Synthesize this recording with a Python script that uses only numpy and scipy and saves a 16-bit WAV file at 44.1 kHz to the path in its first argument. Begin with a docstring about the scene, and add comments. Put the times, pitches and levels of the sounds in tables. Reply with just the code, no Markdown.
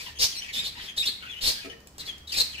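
"""Harsh, rattling squawks, close to the microphones: cockatiels squabbling in a wire aviary.
Each squawk is a chaotic throat tone plus hiss, chopped by uneven slaps of the syrinx. Thin gliding chirps
and faint croaks come from farther back. Beaks and claws tick on the mesh, something wooden knocks softly,
and wings or microphone handling add low bumps. The small hard room rings over a steady low rumble."""
import sys
import numpy as np
from scipy import signal
from scipy.fft import rfft, irfft, next_fast_len
from scipy.io import wavfile
from scipy.ndimage import map_coordinates

SR = 44100
rng = np.random.default_rng(int(sys.argv[2]) if len(sys.argv) > 2 else 0)


def to_wav(sig):
    """Store sig (one row per channel, or 1-D mono) as 16-bit WAV at the path in sys.argv[1].

    Samples outside -1..1 are clipped; the rate is SR.
    """
    pcm = np.clip(np.atleast_2d(sig), -1, 1) * 32767
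    pcm = np.round(pcm).astype(np.int16)
    wavfile.write(sys.argv[1], SR, pcm.T)  # frames by channels


N = 114660

# The birds nearest the microphones. Each row: start, rise and fall in seconds, level in dB,
# pitch at start, peak and end in Hz, bandwidth in Hz, hiss against the tone in dB.
SQUAWK_CALLS = [ (-.02, 0.019, 0.15, -46.5, 3550, 3537, 3380, 1217, 2.5),
                (.188, 0.043, 0.043, -23, 4762, 4878, 4856, 997.5, -2),
                (.525, 0.013, 0.068, -35, 4160, 3392, 3500, 507, -3),
                (0.551, 0.035, 0.028, -29.5, 3450, 3676, 3686, 115.5, -12.5),
                (.628, 0.036, 0.033, -33, 3700, 3940, 4096, 449.3, -6),
                (.755, 0.1007, 0.033, -45, 3855, 3914, 3640, 1106, -4.5),
                (0.962, 0.013, 0.024, -39.5, 4280, 3870, 3930, 624, 2.5),
                (.975, 0.0081, 0.0039, -22, 4140, 3923, 3920, 164, -23),
                (0.992, 0.0048, 0.037, -27, 3890, 3743, 3505, 86, -12.5),
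                (1.05, 0.011, 0.0073, -29, 3440, 3480, 3640, 109, -3.5),
                (1.0665, 0.0015, 0.034, -23, 3820, 3902, 4447, 302, -16),
                (1.409, 0.068, 0.054, -26, 3997, 4456, 4944, 539.3, -0.5),
                (1.988, 0.011, 0.032, -38, 4490, 4130, 3730, 340, -5),
                (2.047, 0.0208, 0.03, -43.5, 4260, 4100, 3950, 457, -3),
                (2.271, 0.0067, 0.012, -41, 3540, 3800, 4140, 140, -4.5),
                (2.29, 0.005, 0.022, -39, 3650, 3790, 4230, 200, -8),
                (2.318, 0.0031, 0.026, -32.5, 4530, 4680, 4730, 247, -3.5),
                (2.337, 0.0063, 0.013, -31.5, 4000, 3950, 3850, 280, -2),
                (2.358, 0.024, 0.017, -25, 4280, 4415, 4160, 479, -1.5),
                (2.395, 0.011, 0.012, -19.5, 4010, 4333, 4110, 352.6, -5.5), ]
# Each row: multiple of the pitch, level against the fundamental in dB.
SQUAWK_HARMONICS = [(2, -17.5), (3, -19.5)]
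# Air through throat and beak. Each row: frequency in Hz, spectral level in dB.
THROAT_HISS = [(60, 3), (200, -22.5), (480, -3.5), (800, -12), (1400, -14), (2200, -4.5), (3200, -2.5),
               (4500, 5.5), (6000, -0.5), (7500, -4.5), (9300, -7.5), (11500, -8.5), (15000, -11)]

def squawks():
    """A chaotic tone glides in the throat; uneven slaps of the syrinx chop it and the hiss."""
    rattle_hz, rattle_db, harsh_width_hz = 331.8, 5, 270
    onset_share, attack_s = 0.16, 0.00084  # a squawk breaks in at this share of its peak
    out, hiss, t = np.zeros(N), noise(THROAT_HISS), since(0)
    for start, rise, fall, db, start_hz, peak_hz, end_hz, width_hz, hiss_db in SQUAWK_CALLS:
        knots = [start, start + rise, start + rise + fall]
        on = (t > start) & (t < knots[-1])
        n = on.sum()
        glide = np.interp(t[on], knots, [start_hz, peak_hz, end_hz])
        phase = phase_of(glide + 0.832 * width_hz * wobble(2.5 * width_hz, n))
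        overtones = sum(amp(level) * np.sin(round(k) * phase) for k, level in SQUAWK_HARMONICS)
        voice = unit(np.sin(phase) + overtones) + amp(hiss_db) * hiss[on]
        depth_db = rattle_db * min(width_hz / harsh_width_hz, 1)  # purer notes rattle less
        slap_phase = phase_of(rattle_hz * (1 + 0.5 * wobble(rattle_hz, n)))
        rattle = unit(amp(depth_db * np.sin(slap_phase)))
        swell = np.abs(np.interp(t[on], knots, [onset_share, 1, 0])) ** 1.04
        attack = 1 - np.exp((start - t[on]) / attack_s)
        out[on] += amp(db) * attack * swell * rattle * voice
    return out


# The birds around them, farther off. Each row: start and length in seconds, level in dB,
# pitch at start, middle and end in Hz, roughness (0 is pure), second harmonic against the first in dB.
CHIRP_CALLS = [ (-.01, 0.031, -42.5, 2400, 2458, 2520, 0.64, 1),
               (0.151, 0.047, -47, 3220, 3210, 3140, 0.48, -8.5),
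               (0.319, 0.017, -43, 3460, 3244, 2940, 0.08, -6.5),
               (0.347, 0.053, -38.5, 4500, 4177, 4180, 0.41, -10.5),
               (0.37, 0.026, -38, 5370, 5590, 5900, 0, -21),
               (0.398, 0.07, -43, 3300, 2805, 2630, 0.79, -10.5),
               (0.452, 0.065, -43, 2850, 2350, 2030, 0.69, -11),
               (0.55, 0.099, -43, 2450, 2532, 2393, 0.57, 0),
               (0.797, 0.028, -44.5, 3310, 3240, 3120, 0.3, -25),
               (.872, 0.045, -40.5, 3297, 3160, 3140, 0.4, -17.5),
               (1.02, 0.028, -34, 2346, 2618, 2884, 0.32, -4.5),
               (1.205, 0.036, -49, 2884, 2840, 3020, 1.1, -20),
               (1.218, 0.056, -45, 1461, 1475, 1522, 0.57, -4.5),
               (1.256, 0.044, -46.5, 2886, 2640, 2410, 0.4, -28),
               (1.281, 0.066, -43.5, 3424, 3365, 2840, 0.46, -27),
               (1.331, 0.11, -44.5, 2816, 2975, 3240, 0.5, -26),
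               (1.525, 0.099, -46.5, 1618, 1667, 1530, 0.52, 3.5),
               (1.611, 0.069, -49, 2620, 2400, 2315, 0.54, -24),
               (1.697, 0.016, -41, 3140, 3010, 2940, 0.27, -13),
               (1.713, 0.027, -49.5, 1782, 1827, 1890, 0.37, -17),
               (2.077, 0.039, -36, 3457, 3292, 3087, 0.15, -20.5),
               (2.307, 0.029, -40, 3140, 3020, 2450, 0.48, -9),
               (2.337, 0.038, -37, 2460, 2507, 2580, 0.52, -7),
               (2.525, 0.041, -43.5, 3560, 2717, 2360, 0.54, -12),
               (2.573, 0.028, -40, 2850, 2610, 2400, 0.55, -18), ]
# Their hoarseness. Each row: frequency in Hz, spectral level in dB.
RASP_SPECTRUM = [(500, -16.5), (1300, -13), (1900, 3.5), (3000, 5.5), (4500, -11), (6000, -10), (9000, -20),
                 (12000, -16), (15000, -21)]

def chirps():
    """Short whistled glides with two overtones; the rough ones jitter, flutter and turn hoarse."""
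    jitter, flutter_db, rasp_db = 0.077, 11.5, -2  # at roughness 1
    out, rasp = np.zeros(N), noise(RASP_SPECTRUM)
    for start, length, db, start_hz, mid_hz, end_hz, roughness, overtone_db in CHIRP_CALLS:
        on, progress = span(start, length)
        n = on.sum()
        glide = np.interp(progress, [0, 0.5, 1], [start_hz, mid_hz, end_hz])
        phase = phase_of(glide * (1 + jitter * roughness * wobble(603, n)))
        overtones = np.sin(2 * phase) + amp(-7) * np.sin(3 * phase)
        voice = np.sin(phase) + amp(overtone_db) * overtones + amp(rasp_db) * roughness * rasp[on]
        flutter = amp(flutter_db * roughness * np.tanh(wobble(490, n)))
        out[on] += amp(db) * np.sqrt(np.sin(np.pi * progress)) * unit(voice * flutter)
    return out


# Birds farther back. Each row: start and length in seconds, level in dB, pitch at start and end in Hz.
CROAK_CALLS = [(0.055, 0.0489, -42.5, 1043, 865), (0.752, 0.0605, -43, 1017, 905)]
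# Harmonic levels in dB, from the fundamental up.
CROAK_HARMONICS = [-9, 0.5, 0.5, -3.5, -10]

def croaks():
    """Faint, low, hoarse calls: an unsteady falling pitch with a stack of fluttering harmonics."""
    jitter, flutter_db = 0.076, 6
    out = np.zeros(N)
    for start, length, db, start_hz, end_hz in CROAK_CALLS:
        on, progress = span(start, length)
        n = on.sum()
        glide = start_hz + (end_hz - start_hz) * progress
        phase = phase_of(glide * (1 + jitter * wobble(700, n)))
        voice = sum(amp(level + flutter_db * wobble(253, n)) * np.sin(k * phase)
                    for k, level in enumerate(CROAK_HARMONICS, 1))
        out[on] += amp(db) * np.sqrt(np.sin(np.pi * progress)) * unit(voice)
    return out


# On the aviary mesh. Each row: start in seconds, level in dB.
MESH_TICKS = [(1.315, -45.5), (1.804, -50), (1.872, -40.5), (1.982, -34.5), (2.181, -44.5)]
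# Each row: frequency in Hz, spectral level in dB.
TICK_SPECTRUM = [(300, -6.5), (1500, -13.5), (4500, -6.5), (7800, -5.5), (10000, -16), (12500, -13),
                 (15500, -13)]

def ticks():
    """Beaks and claws strike the wire: dry little bursts of bright noise."""
    t60_s = 0.023
    bursts = sum(amp(db - 60 * np.abs(since(start)) / t60_s) * (since(start) > 0)
                 for start, db in MESH_TICKS)
    return bursts * noise(TICK_SPECTRUM)


# Wood ringing in the aviary. Each row: frequency in Hz, level in dB, seconds to fall by 60 dB.
WOOD_MODES = [(280, -39, 0.14), (392, -43, 0.25), (459, -46.5, 0.56), (669, -48, 0.22), (1294, -42, 0.079)]
# Dull noise of the knock and the low bumps. Each row: frequency in Hz, spectral level in dB.
BUMP_SPECTRUM = [(30, -2), (70, -9), (150, 0), (280, 0.5), (500, -10.5), (1000, -12.5), (1800, -0.5),
                 (3500, -4.5), (12000, -25.5)]

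def knock():
    """A soft bump: a dull thud and a few low, unsteady wooden modes."""
    start_s, attack_s, thud_db, thud_t60_s = 1.642, 0.0064, -39.5, 0.11
    t = np.maximum(since(start_s), 0)
    ring = sum(amp(db - 60 * t / t60) * np.sin(2 * np.pi * hz * t + 0.71 * wobble(130))
               for hz, db, t60 in WOOD_MODES)
    thud = amp(thud_db - 60 * t / thud_t60_s) * noise(BUMP_SPECTRUM)
    return (1 - np.exp(-t / attack_s)) * (ring + thud)


# Under the calls. Each row: time of the peak and length in seconds, level in dB.
LOW_BUMPS = [(0.599, 0.074, -47.5), (0.797, 0.12, -51.5), (0.976, 0.071, -50), (1.073, 0.058, -45),
             (1.49, 0.15, -52.5), (2.071, 0.16, -49), (2.395, 0.16, -49)]

def low_bumps():
    """Dull, fluttering puffs and low bumps, from wings or microphone handling."""
    swell = sum(amp(db) * np.exp(-(2 * since(peak) / length) ** 2) for peak, length, db in LOW_BUMPS)
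    return swell * unit(noise(BUMP_SPECTRUM) * amp(4.9 * wobble(90)))


# The small hard room around the aviary. Each row: frequency in Hz, seconds to fall by 60 dB.
ROOM_DECAY = [(300, 0.25), (2000, 0.65), (4000, 0.44), (8000, 0.46), (15000, 0.36)]

def in_room(x, tail_db, walls_db, left_db):
    """Direct sound at two microphones, plus wall echoes and a diffuse tail that drift as birds move."""
    drift_hz, left_lag_s = 5, 0.00028
    hz, t, spectra = signal.stft(rng.standard_normal((2, 2, SR // 2)), SR, nperseg=256)
    decay = amp(-60 * t / along(ROOM_DECAY, hz)[:, None])
    tail = signal.istft(spectra * decay, SR, nperseg=256)[1]
    tail[..., :SR // 250] = 0  # the tail arrives after 4 ms
    tail *= amp(tail_db) / np.linalg.norm(tail, axis=-1, keepdims=True)
    walls = np.zeros_like(tail)
    for echoes in walls.reshape(4, -1):
        echoes[rng.integers(SR // 900, SR // 60, size=14)] = rng.standard_normal(size=14)
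    walls *= amp(walls_db) / np.linalg.norm(walls, axis=-1, keepdims=True)
    turn = 2 * np.pi * drift_hz * since(0)
    feeds = np.array([[x * np.cos(turn)], [x * np.sin(turn)]])  # swing between two sets of reflections
    reflections = signal.fftconvolve(feeds, tail + walls, axes=2).sum(0)[:, :N]
    sides = np.array([[1], [-1]])  # left, right
    direct = filtered(x, lambda f: np.exp(-1j * np.pi * f * left_lag_s * sides))
    return direct * amp(sides * left_db / 2) + reflections


# Room tone. Each row: frequency in Hz, spectral level in dB.
RUMBLE_SPECTRUM = [(25, -13.5), (45, -5.5), (75, -9.5), (120, -6), (250, -11.5), (500, -17), (800, -19.5),
                   (1300, -20.5), (2500, -38), (5000, -24.5), (9000, -38), (15000, -34)]
# Each row: frequency in Hz, likeness between the two microphones from 0 to 1.
RUMBLE_LIKENESS = [(50, 0.99), (200, 0.95), (600, 0.56), (1500, 0)]

def room_tone():
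    """Steady rumble, nearly mono in the bass, with a wavering hum."""
    rumble_db, hum_hz, hum_db, waver_db = -55, 71.7, -58.5, 4

    def mid_side_gains(hz):
        angle = np.arccos(np.clip(along(RUMBLE_LIKENESS, hz), -1, 1)) / 2
        return np.array([np.cos(angle), np.sin(angle)])

    mid, side = filtered(np.array([noise(RUMBLE_SPECTRUM), noise(RUMBLE_SPECTRUM)]), mid_side_gains)
    rumble = unit(np.array([mid + side, mid - side]))
    hum_phase = phase_of(hum_hz + 4 * wobble(15))
    hum = unit(np.sin(hum_phase) * amp(waver_db * wobble(7.7)))
    return amp(rumble_db) * rumble + amp(hum_db) * hum


def amp(db):
    """Decibels to gain."""
    return 10 ** (np.asarray(db) / 20)


def unit(x):
    """Scale to rms 1."""
    return x / np.sqrt(np.mean(np.abs(x) ** 2) + 1e-20)


def along(points, hz):
    """Interpolate (Hz, value) points on a log frequency axis."""
    knots_hz, values = np.transpose(points)
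    return np.interp(np.log(hz + 1), np.log(knots_hz + 1), values)


def since(start):
    """Seconds since start, for every sample."""
    return np.arange(N) / SR - start


def span(start, length):
    """Mask of a call's samples, and its progress from 0 to 1 across them."""
    progress = since(start) / length
    on = (progress > 0) & (progress < 1)
    return on, progress[on]


def phase_of(hz):
    """Running phase of a changing frequency, in radians."""
    return 2 * np.pi * np.cumsum(hz) / SR


def wobble(rate, size=N):
    """A smooth random curve with rate knots a second."""
    return map_coordinates(rng.standard_normal(N // 4), [np.arange(size) * rate / SR], mode="mirror")


def filtered(x, response):
    """Filter x by a complex gain, given as a function of Hz."""
    size = next_fast_len(N + SR // 2)
    return irfft(rfft(x, size) * response(np.fft.rfftfreq(size, 1 / SR)), size)[..., :N]


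def noise(spectrum):
    """Coloured noise of rms 1."""
    return unit(filtered(rng.standard_normal(N), lambda hz: amp(along(spectrum, hz))))


def scene():
    """Near squawks, farther chirps and croaks, and small contacts share one room, all louder at left."""
    return (in_room(squawks(), tail_db=-3, walls_db=1, left_db=2)
            + in_room(chirps() + croaks(), tail_db=-5, walls_db=1, left_db=7)
            + in_room(knock() + low_bumps(), tail_db=-0.5, walls_db=1, left_db=5)
            + in_room(ticks(), tail_db=-4, walls_db=-7, left_db=2)
            + room_tone())


def record(dry):
    """The treble stops at 15.6 kHz."""
    return filtered(dry, lambda hz: hz < 15600)


dry = scene()
out = record(dry)
to_wav(out)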